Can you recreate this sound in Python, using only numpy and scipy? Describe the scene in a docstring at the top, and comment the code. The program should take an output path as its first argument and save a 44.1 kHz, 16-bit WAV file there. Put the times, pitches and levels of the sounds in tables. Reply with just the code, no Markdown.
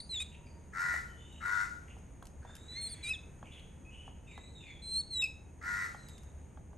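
"""A garden path between walls: two babblers feed close by from a coconut shell, squeaking and tapping it.
A crow caws three times from farther off, echoing; more of the flock wheeze and rasp faintly, farther off.
The squeaks are two-voiced tones, the caws rattling harmonics, the far calls gliding tones with jittered pitch.
Taps ring the modes of the shell and ticks are short noise bursts; under it lie a town hum and insect hiss."""
import sys
import numpy as np
from scipy import signal
from scipy.fft import rfft, irfft, next_fast_len
from scipy.io import wavfile
from scipy.ndimage import uniform_filter1d

SR = 44100
rng = np.random.default_rng(int(sys.argv[2]) if len(sys.argv) > 2 else 0)


def transcribe(signal):
    """Save signal, clipped to [-1, 1], as a 16-bit WAV file at the path in sys.argv[1]."""
    frames = np.atleast_2d(signal).T
    limited = np.clip(frames, -1, 1)
    pcm = np.round(limited * 32767).astype(np.int16)
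    wavfile.write(sys.argv[1], SR, pcm)


N = 298557
TIME = np.arange(N) / SR  # s

# town rumble: [f/Hz, relative level/dB]
RUMBLE = [(15, -18), (25, -7), (40, -5), (70, 1), (95, -6), (150, -7), (210, -12), (300, -16.5),
          (490, -20.5), (680, -26), (950, -25.5), (1800, -86)]
# far air and insects: [f/Hz, relative level/dB]
AIR = [(500, 3.5), (900, 0), (1300, 0.5), (2200, -2.5), (3200, -10.5), (4500, -19.5), (5700, -18),
       (6600, 5), (7400, -16.5), (9200, -3.5), (10300, -32.5), (11500, -16), (12500, -28), (13500, -51)]
# slow swell of the far air and insects: [t/s, level/dB]
AIR_SWELL = [(0, -67.5), (1.9, -64), (2.25, -67.5), (2.7, -63.5), (4.3, -67.5), (5.5, -68), (6.1, -63),
             (6.7, -69)]
# left-right likeness of the background: [f/Hz, likeness 0-1]
LIKENESS = [(30, .94), (80, .92), (160, .86), (330, .72), (700, .5), (1300, .45), (2500, .85), (5000, .96),
            (12000, .8)]
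# squeaks from the upper side of the syrinx: [start t/s, length t/s, first f/Hz, middle f/Hz, last f/Hz,
# level/dB, swell over the note/dB, relative octave level/dB, relative period-doubling level/dB]
UPPER_NOTES = [(0, 0.012, 4890, 4160, 3570, -38.5, -10, -11, -17),
               (.091, 0.1, 4240, 3867, 3325, -39.5, 6, -13.5, -32),
               (.178, 0.063, 3324, 3697, 3930, -39.5, -5, -12.5, -32),
               (2.68, 0.078, 3950, 3980, 4013, -49.5, 1, -16, -21),
               (2.748, 0.066, 4010, 4225, 4373, -42.5, 6, -20.5, -9.5),
               (2.805, .085, 4186, 4273, 4060, -42, -1, -3, -21.5),
               (2.887, .063, 4920, 4450, 4080, -50.5, 10, 3, -31),
               (3.026, 0.041, 4060, 3954, 3790, -45, 3, -13, -35),
               (3.053, .057, 3710, 3827, 4197, -43, 7, -22, -35),
               (3.13, .033, 3940, 3520, 3340, -42.5, -6, -17, -20),
               (4.818, 0.13, 4120, 4098, 4190, -43, 16, -10.5, -45),
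               (4.93, 0.083, 4045, 4200, 4500, -33, 3.5, -11, -52),
               (5.002, .021, 4430, 4220, 3750, -39.5, -14, -8.5, -45),
               (5.102, 0.1245, 4370, 3930, 3803, -36, 13, -13.5, -33)]
# squeaks from its lower side: [same columns and units]
LOWER_NOTES = [(.197, 0.039, 2568, 2490, 2480, -44.5, -2, -27, -28),
               (3.032, 0.062, 2415, 2380, 2550, -43.5, 0, -18, -37),
               (3.083, .053, 2484, 2577, 2593, -35, 12, -18.5, -46),
               (5.219, .05, 2710, 2585, 2600, -31.5, -4.5, -15.5, -42)]
# tones made where both voices sound at once: [multiple of upper pitch, multiple of lower pitch]
COMBINATIONS = [(1, -1), (-1, 2), (1, 1), (1, 2), (2, 1), (1, 3)]
# their strengths against the weaker voice: [relative level/dB]
COMBINATION_DB = [-22.5, -32.5, -18.5, -5.5, -25, -26.5]
# colour of the babblers' breath and fizz: [f/Hz, relative level/dB]
FIZZ_COLOUR = [(900, -29.0), (2200, 11.5), (5000, -2), (8500, 7.5), (10300, -9.5), (11500, -10.5), (14000, -14)]
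# thin far calls, whines of the flock and one low, faint tone from something distant:
# [start t/s, length t/s, first f/Hz, last f/Hz, level/dB, relative octave level/dB]
FAR_CALLS = [(0, 0.027, 4840, 4440, -52.5, -3.5), (0.26, 0.37, 964, 927, -69, -13),
             (.457, 0.067, 4830, 4620, -70.5, -19), (1.06, .33, 3070, 2950, -67.5, -19),
             (1.156, 0.33, 3457, 3944, -68, -5), (1.444, .16, 3710, 3610, -61.5, -22),
             (2.449, 0.3, 3500, 3975, -64.5, -5.5), (3.504, 0.12, 3393, 3270, -63, -25),
             (3.846, 0.06, 2540, 2522, -60, -40), (4.26, .28, 3624, 4026, -63, -8),
             (4.352, 0.05, 2050, 2035, -60, -10), (4.544, 0.11, 3825, 3465, -58.5, -12),
             (4.662, .073, 2124, 2060, -65, -9), (4.668, 0.12, 3554, 3360, -59, -17),
             (5.96, 0.24, 4190, 3575, -65.5, -4)]
# rasps of the flock: [start t/s, length t/s, first f/Hz, last f/Hz, level/dB, pitch jitter as a share]
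RASPS = [(0.119, 0.048, 2590, 2415, -58, 0.15), (0.314, 0.044, 2673, 2714, -59, 0.12),
         (0.465, 0.042, 2470, 2340, -67, 0.093), (1.15, 0.31, 3017, 2885, -66.5, 0.053),
         (1.877, 0.048, 2750, 2660, -61.5, .13), (2.399, 0.19, 1650, 1517, -66.5, .15),
         (2.679, 0.49, 1986, 2385, -65.5, 0.13), (2.68, 0.34, 3670, 3370, -64, 0.024),
         (3.436, 0.14, 2544, 2890, -64, 0.11), (3.505, .11, 2937, 2823, -60.5, 0.125),
         (3.903, .19, 2920, 2964, -60, 0.0433), (3.915, 0.167, 2547, 2580, -68, 0.058),
         (4.259, 0.099, 2690, 2257, -59, 0.05), (4.594, 0.13, 2734, 2205, -59, 0.051)]
# three caws: [start t/s, length t/s, pitch f/Hz, rattle f/Hz, level/dB, relative level of partials above
# the third/dB, their rise as the beak opens/dB, hiss level/dB, left over right/dB]
CAWS = [(.724, 0.28, 473.5, 86.54, -35.5, -4, 11.5, -55, 3.5),
        (1.4, 0.27, 474, 97.9, -35, -12, -5, -56, 5.5), (5.606, .285, 471.5, 98.4, -38, -3, 11, -56, 2)]
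# pitch arch of a caw: [share of its length, pitch ratio]
CAW_ARCH = [(0, .9), (.12, .965), (.25, .995), (.45, 1.003), (.72, .998), (.85, .99), (1, .92)]
# resonances of the crow's throat: [f/Hz, relative level/dB]
THROAT = [(500, -55), (750, -13.5), (930, -23.5), (1150, -3.5), (1310, -2.5), (1420, -1.5), (1520, -2.5),
          (1650, 1), (1880, -1), (2000, 2), (2250, -11.5), (2600, -40), (3200, -60)]
# hiss of the caws: [f/Hz, relative level/dB]
CAW_HISS = [(1800, -25), (2500, 2), (3200, -8), (3800, -0.5), (5000, -0.5), (6300, 1), (8400, -2.5),
            (9400, -9), (10300, -30), (11400, -0.5), (12100, -23), (12700, -48)]
# off the walls, the caws arrive out of step: [f/Hz, lead of the left/rad]
CAW_LEAD = [(500, .3), (1030, 1), (1460, 0.9), (1950, -1.55), (2250, -0.2), (2700, .4)]
# bill on the shell: [start t/s, level/dB, ring of the modes above 1 kHz/dB]
PECKS = [(0.939, -40.5, -13), (1.965, -51.5, -1), (2.224, -42, 9), (2.449, -42, -5), (2.494, -52.5, -9),
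         (3.427, -43, 10), (4.077, -43.5, 3), (4.377, -39.5, 6.5), (5.945, -41, 10.5), (6.572, -46, 5),
         (6.73, -50, 0)]
# modes of the coconut shell: [f/Hz, relative level/dB, 60 dB decay t/s]
SHELL = [(670, 1, 0.032), (788, 7.5, 0.02), (901, 5.5, 0.021), (1094, -3, 0.023), (1310, 0, 0.011),
         (1615, -9.5, 0.03), (2420, -37, 0.022), (3280, -14.5, 0.022)]
# colour of the bill's scrape: [f/Hz, relative level/dB]
SCRAPE_COLOUR = [(400, 0.0), (800, 5), (1400, -20), (2200, -19), (6000, -31), (12000, -49)]
# bill snaps and claw ticks: [start t/s, level before the common gain of ticks()/dB]
TICKS = [(1.3271, -57), (1.9854, -56), (2.227, -49), (2.255, -45), (2.2694, -42.5), (2.553, -38.5),
         (2.5654, -43), (4.378, -52.5), (5.2412, -35.5), (6.0863, -41.5), (6.095, -46.5), (6.1806, -47),
         (6.2337, -50.5)]
# colour of a tick: [f/Hz, relative level/dB]
TICK_COLOUR = [(1200, -14.5), (3000, -1.5), (6000, -5.5), (9000, -4.5), (11500, -3), (13000, -22),
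               (15500, -22)]

RUMBLE_DB, HUM_HZ, HUM_DB = -52.5, 76, -59.5
# every squeak bulges in the middle; its pitch sags (as a share) when pressure is low
NOTE_ATTACK_S, NOTE_RELEASE_S, NOTE_BULGE_DB, NOTE_SAG = .006, .012, 4, .085
# every caw swells in, grows a little and fades; its pitch wanders (as a share)
CAW_ATTACK_S, CAW_RELEASE_S, CAW_SWELL_DB, CAW_WANDER = 0.072, 0.058, 0.5, 0.0094
FAR_CALL_JITTER = 0.0162  # share of the pitch
CUTOFF_HZ = 15700


def from_db(db):
    """Decibels to gain."""
    return 10 ** (np.asarray(db) / 20)


def rms_one(x):
    """Scale to rms 1."""
    return x / np.sqrt(np.mean(x ** 2) + 1e-20)


def at_hz(points, hz):
    """Read a table on a log-frequency axis."""
    f, value = np.transpose(points)
    return np.interp(np.log(hz + 1e-3), np.log(f), value)


def bins(count):
    """Frequencies of the spectrum of count samples."""
    return np.fft.rfftfreq(count, 1 / SR)


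def colour(x, spectrum):
    """Pass a sound through a smooth resonance curve; rms 1."""
    count = x.shape[-1]
    size = next_fast_len(count)
    gain = from_db(at_hz(spectrum, bins(size)))
    return rms_one(irfft(rfft(x, size) * gain, size)[..., :count])


def drift(rate, count):
    """Smooth random wander with spread about 1, from rate random points per second."""
    knots = rng.standard_normal(int(count / SR * rate) + 3)
    return np.interp(np.arange(count) / SR * rate, np.arange(len(knots)), knots) / np.sqrt(2 / 3)


def pan(db):
    """Left and right gains for a level difference."""
    gains = from_db(np.array([[db], [-db]]) / 2)
    return gains / gains.mean()


def add(out, start, sound):
    """Mix a sound in at its start time."""
    i = max(0, int(start * SR))
    out[..., i:i + sound.shape[-1]] += sound[..., :N - i]


def stereo(mid, side, alike):
    """Blend independent noises into a left-right pair of the given likeness."""
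    alike = np.clip(alike, 0, 1)
    return np.sqrt(1 + alike) * mid + np.sqrt(1 - alike) * side * [[1], [-1]]


def garden(x, t60, wet_db, alike, delay=0.0022):
    """Scattered echoes from walls and leaves, decaying noise that differs between left and right."""
    t = np.arange(SR) / SR
    # silent for the delay, then full after as long again
    onset = np.clip(t / delay - 1, 0, 1)
    mid, side = rng.standard_normal((2, SR)) * from_db(-60 * t / t60) * onset
    echoes = rms_one(stereo(mid, side, alike)) / np.sqrt(SR)
    return x + from_db(wet_db) * signal.fftconvolve(np.atleast_2d(x), echoes, axes=1)[:, :N]


def delay_right(pair, phase_lag):
    """Hold the right channel back by a phase in radians at each frequency."""
    size = next_fast_len(N + 64)
    right = irfft(rfft(pair[1], size) * np.exp(-1j * phase_lag(bins(size))), size)[:N]
    return np.array([pair[0], right])


def from_the_left(pair, lag=1.0):
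    """Sound from a little to the left arrives lag samples later at right; the phase shift levels off in the treble."""
    return delay_right(pair, lambda hz: np.minimum(2 * np.pi * hz * lag / SR, .8))


def out_of_step(pair, lead):
    """Scattered sound: the right's phase trails the left's by a table of (Hz, radians)."""
    return delay_right(pair, lambda hz: at_hz(lead, hz))


def pressure(t, length, attack, release):
    """Air pressure of one call, 0-1: attack, hold, release."""
    return np.clip(np.minimum(t / attack, (length - t) / release), 0, 1)


def ambience(spectrum):
    """Steady stereo noise, wide in the middle range; rms 1."""
    size = next_fast_len(N)
    mid, side = rfft(rng.standard_normal((2, size)))
    pair = stereo(mid, side, at_hz(LIKENESS, bins(size)))
    return rms_one(irfft(pair * from_db(at_hz(spectrum, bins(size))), size)[:, :N])


def background():
    """Town rumble with a wavering engine hum, and the hiss of air and insects."""
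    phase = 2 * np.pi * np.cumsum(HUM_HZ * (1 + 0.0308 * drift(12, N))) / SR
    hum = np.sqrt(2) * np.sin(phase) * from_db(HUM_DB + 2 * drift(5.2, N))
    air = from_db(np.interp(TIME, *np.transpose(AIR_SWELL))) * ambience(AIR)
    return hum + from_db(RUMBLE_DB) * ambience(RUMBLE) + air


def phrase(rows):
    """Each note bends along one arc, overlapping notes are slurred; gives pitch, level, octave and half-pitch shares."""
    total = np.zeros((5, N))
    for start, length, first_hz, middle_hz, last_hz, level_db, swell_db, octave_db, half_db in rows:
        t = np.arange(int(length * SR)) / SR
        along = 2 * t / length - 1  # -1 to 1
        arc = np.polyfit([-1, 0, 1], [first_hz, middle_hz, last_hz], 2)
        hz = np.polyval(arc, along)
        level = from_db(level_db + swell_db * along / 2 - NOTE_BULGE_DB * along ** 2)
        push = pressure(t, length, NOTE_ATTACK_S, NOTE_RELEASE_S)
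        values = (1, hz, level, from_db(octave_db), from_db(half_db))
        add(total, start, np.array([push * value for value in values]))
    # average overlapping notes, weighted by pressure
    hz, level, octave, half = total[1:] / (total[0] + 1e-9)
    push = np.minimum(total[0], 1)
    return hz * (1 - NOTE_SAG * (1 - push)), level * push, octave, half


def squeaks(rows, jitter, third_db, flutter_db):
    """One side of the syrinx: a near sine, overtones, a trace of period doubling; gives sound, phase, level."""
    hz, level, octave, half = phrase(rows)
    phase = 2 * np.pi * np.cumsum(hz * (1 + jitter * drift(500, N))) / SR
    overtones = np.sin(2 * phase) + from_db(third_db) * np.sin(3 * phase)
    doubling = np.sin(phase / 2) + .35 * np.sin(3 * phase / 2)
    tone = np.sin(phase) + octave * from_db(2 * drift(120, N)) * overtones
    tone += half * from_db(2 * drift(40, N)) * doubling
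    level = np.sqrt(2) * level * from_db(flutter_db * drift(150, N))
    return tone * level, phase, level


def babblers(breathy_db=-40, clash_db=-13):
    """Where the two voices overlap they modulate each other into combination tones and a harsh fizz."""
    upper, upper_phase, upper_level = squeaks(UPPER_NOTES, jitter=0.0045, third_db=-25.5, flutter_db=0.74)
    lower, lower_phase, lower_level = squeaks(LOWER_NOTES, jitter=0.0068, third_db=-6.5, flutter_db=2.5)
    overlap = np.minimum(upper_level, lower_level)
    mixed = sum(from_db(db) * np.sin(m * upper_phase + n * lower_phase)
                for (m, n), db in zip(COMBINATIONS, COMBINATION_DB))
    fizz = colour(rng.standard_normal(N), FIZZ_COLOUR)
    fizz_level = from_db(breathy_db) * (upper_level + lower_level) + from_db(clash_db) * overlap
    voices = upper + lower + overlap * mixed + fizz_level * fizz
    return garden(voices, t60=0.42, wet_db=-13.0, alike=0.92)


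def glide(length, first_hz, last_hz, jitter, jitter_hz, flutter_db, octave_db, third_db):
    """One gliding call; fast pitch jitter turns a thin tone into a rasp."""
    count = int(length * SR)
    pitch = np.linspace(first_hz, last_hz, count) * (1 + jitter * drift(jitter_hz, count))
    phase = 2 * np.pi * np.cumsum(pitch) / SR
    tone = np.sin(phase) + from_db(octave_db) * np.sin(2 * phase) + from_db(third_db) * np.sin(3 * phase)
    return tone * signal.windows.tukey(count, .25) * from_db(flutter_db * drift(250, count))


def far_calls():
    """Faint gliding tones wrapped in echoes: thin far calls, one of them low, and the flock's rasps."""
    out = np.zeros(N)
    for start, length, first_hz, last_hz, level_db, octave_db in FAR_CALLS:
        call = glide(length, first_hz, last_hz, FAR_CALL_JITTER, jitter_hz=700.4, flutter_db=2.0,
                     octave_db=octave_db, third_db=-47)
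        add(out, start, from_db(level_db) * call)
    for start, length, first_hz, last_hz, level_db, jitter in RASPS:
        rasp = glide(length, first_hz, last_hz, jitter, jitter_hz=1321, flutter_db=4.0,
                     octave_db=-26, third_db=-17)
        add(out, start, from_db(level_db) * rasp)
    return garden(out, t60=0.63, wet_db=-0.5, alike=0.8)


def crow(rattle_swing=0.25, noise_db=-13, edge_noise_db=12, hiss_flutter_db=-0.2):
    """A harmonic voice, shaken in pitch (swing in radians) and strength by a fast rattle, rings in the throat."""
    voice, hiss = np.zeros((2, N)), np.zeros(N)
    for start, length, hz, rattle_hz, level_db, upper_db, opening_db, hiss_db, pan_db in CAWS:
        count = int(length * SR)
        along = np.linspace(0, 1, count)
        bend = np.interp(along, *np.transpose(CAW_ARCH)) * (1 + CAW_WANDER * drift(34.42, count))
        turn = 2 * np.pi * np.cumsum(rattle_hz * bend * (1 + 0.096 * drift(145.6, count))) / SR
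        phase = 2 * np.pi * np.cumsum(hz * bend * (1 + .005 * drift(500, count))) / SR
        phase += rattle_swing * np.sin(turn)
        rattle = rms_one(np.exp(.32 * np.cos(turn + 1.1) + .2 * drift(250, count)))
        # the opening beak changes the balance of the partials above the third
        beak_db = upper_db + opening_db * (along - .5)
        buzz = sum(np.cos(k * phase) * from_db(beak_db * (k > 3)) for k in range(1, 8))
        # the voice is hoarsest as it starts and breaks off
        rough_db = noise_db + edge_noise_db * (2 * along - 1) ** 2
        rough = colour(rng.standard_normal(count) * rattle, THROAT) * from_db(rough_db)
        caw = colour(buzz * rattle, THROAT) + rough
        # level the caw before the effort shapes it
        caw /= np.sqrt(uniform_filter1d(caw ** 2, size=1500))
        effort = pressure(along * length, length, CAW_ATTACK_S, CAW_RELEASE_S)
        effort = effort * from_db(CAW_SWELL_DB * (along - 1.0))
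        add(voice, start, caw * effort * from_db(level_db) * pan(pan_db))
        breath = colour(rng.standard_normal(count) * rattle, CAW_HISS)
        add(hiss, start, breath * effort * from_db(hiss_db + hiss_flutter_db * drift(29, count)))
    # near walls scatter the caw at once, far ones answer for longer
    near = garden(voice, t60=.13, wet_db=-7, alike=0, delay=.002)
    wide = garden(near, t60=.55, wet_db=-5, alike=0, delay=.008)
    hiss = garden(hiss, t60=0.54, wet_db=1.0, alike=0.97)
    return out_of_step(wide, CAW_LEAD) + from_the_left(hiss, lag=0.55)


def pecks(scrape_db=-9):
    """Each tap of a bill rings the shell's modes with strengths of their own, over a short scrape."""
    out, t = np.zeros(N), np.arange(SR // 8) / SR
    for start, level_db, upper_db in PECKS:
        knock = np.zeros(len(t))
        for k, (hz, db, t60) in enumerate(SHELL):
            strength = from_db(db + upper_db * (hz > 1000) + rng.normal(0, 0.43))
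            mode_hz = hz * (1 + rng.normal(0, 0.035))
            # neighbouring modes start in opposite directions
            knock += strength * from_db(-60 * t / t60) * np.sin(2 * np.pi * mode_hz * t) * (-1) ** k
        scrape = colour(rng.standard_normal(len(t)), SCRAPE_COLOUR) * from_db(-60 * t / 0.067)
        tap = knock / np.abs(knock).max() + from_db(scrape_db) * scrape
        add(out, start, tap * from_db(level_db) * np.minimum(t / 0.0011, 1))
    return garden(out, t60=0.34, wet_db=-7, alike=0.19)


def ticks(t60=0.017, gain_db=-7):
    """Dry snaps of bills and claws on the husk: coloured noise dying by 60 dB in t60 seconds."""
    out, t = np.zeros(N), np.arange(SR // 16) / SR
    for start, level_db in TICKS:
        snap = colour(rng.standard_normal(len(t)), TICK_COLOUR)
        add(out, start, snap * from_db(level_db + gain_db - 60 * t / t60))
    return garden(out, t60=0.22, wet_db=-8.0, alike=0.65)


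def scene():
    """All the calls and taps over the background; babblers, far calls and ticks lie a little to the left."""
    return background() + from_the_left(babblers() + far_calls() + ticks()) + crow() + pecks()


def record(dry):
    """The microphone signal's top is cut steeply by a low-pass filter."""
    return signal.sosfilt(signal.cheby2(12, 70, CUTOFF_HZ, fs=SR, output="sos"), dry)


dry = scene()
out = record(dry)
transcribe(out)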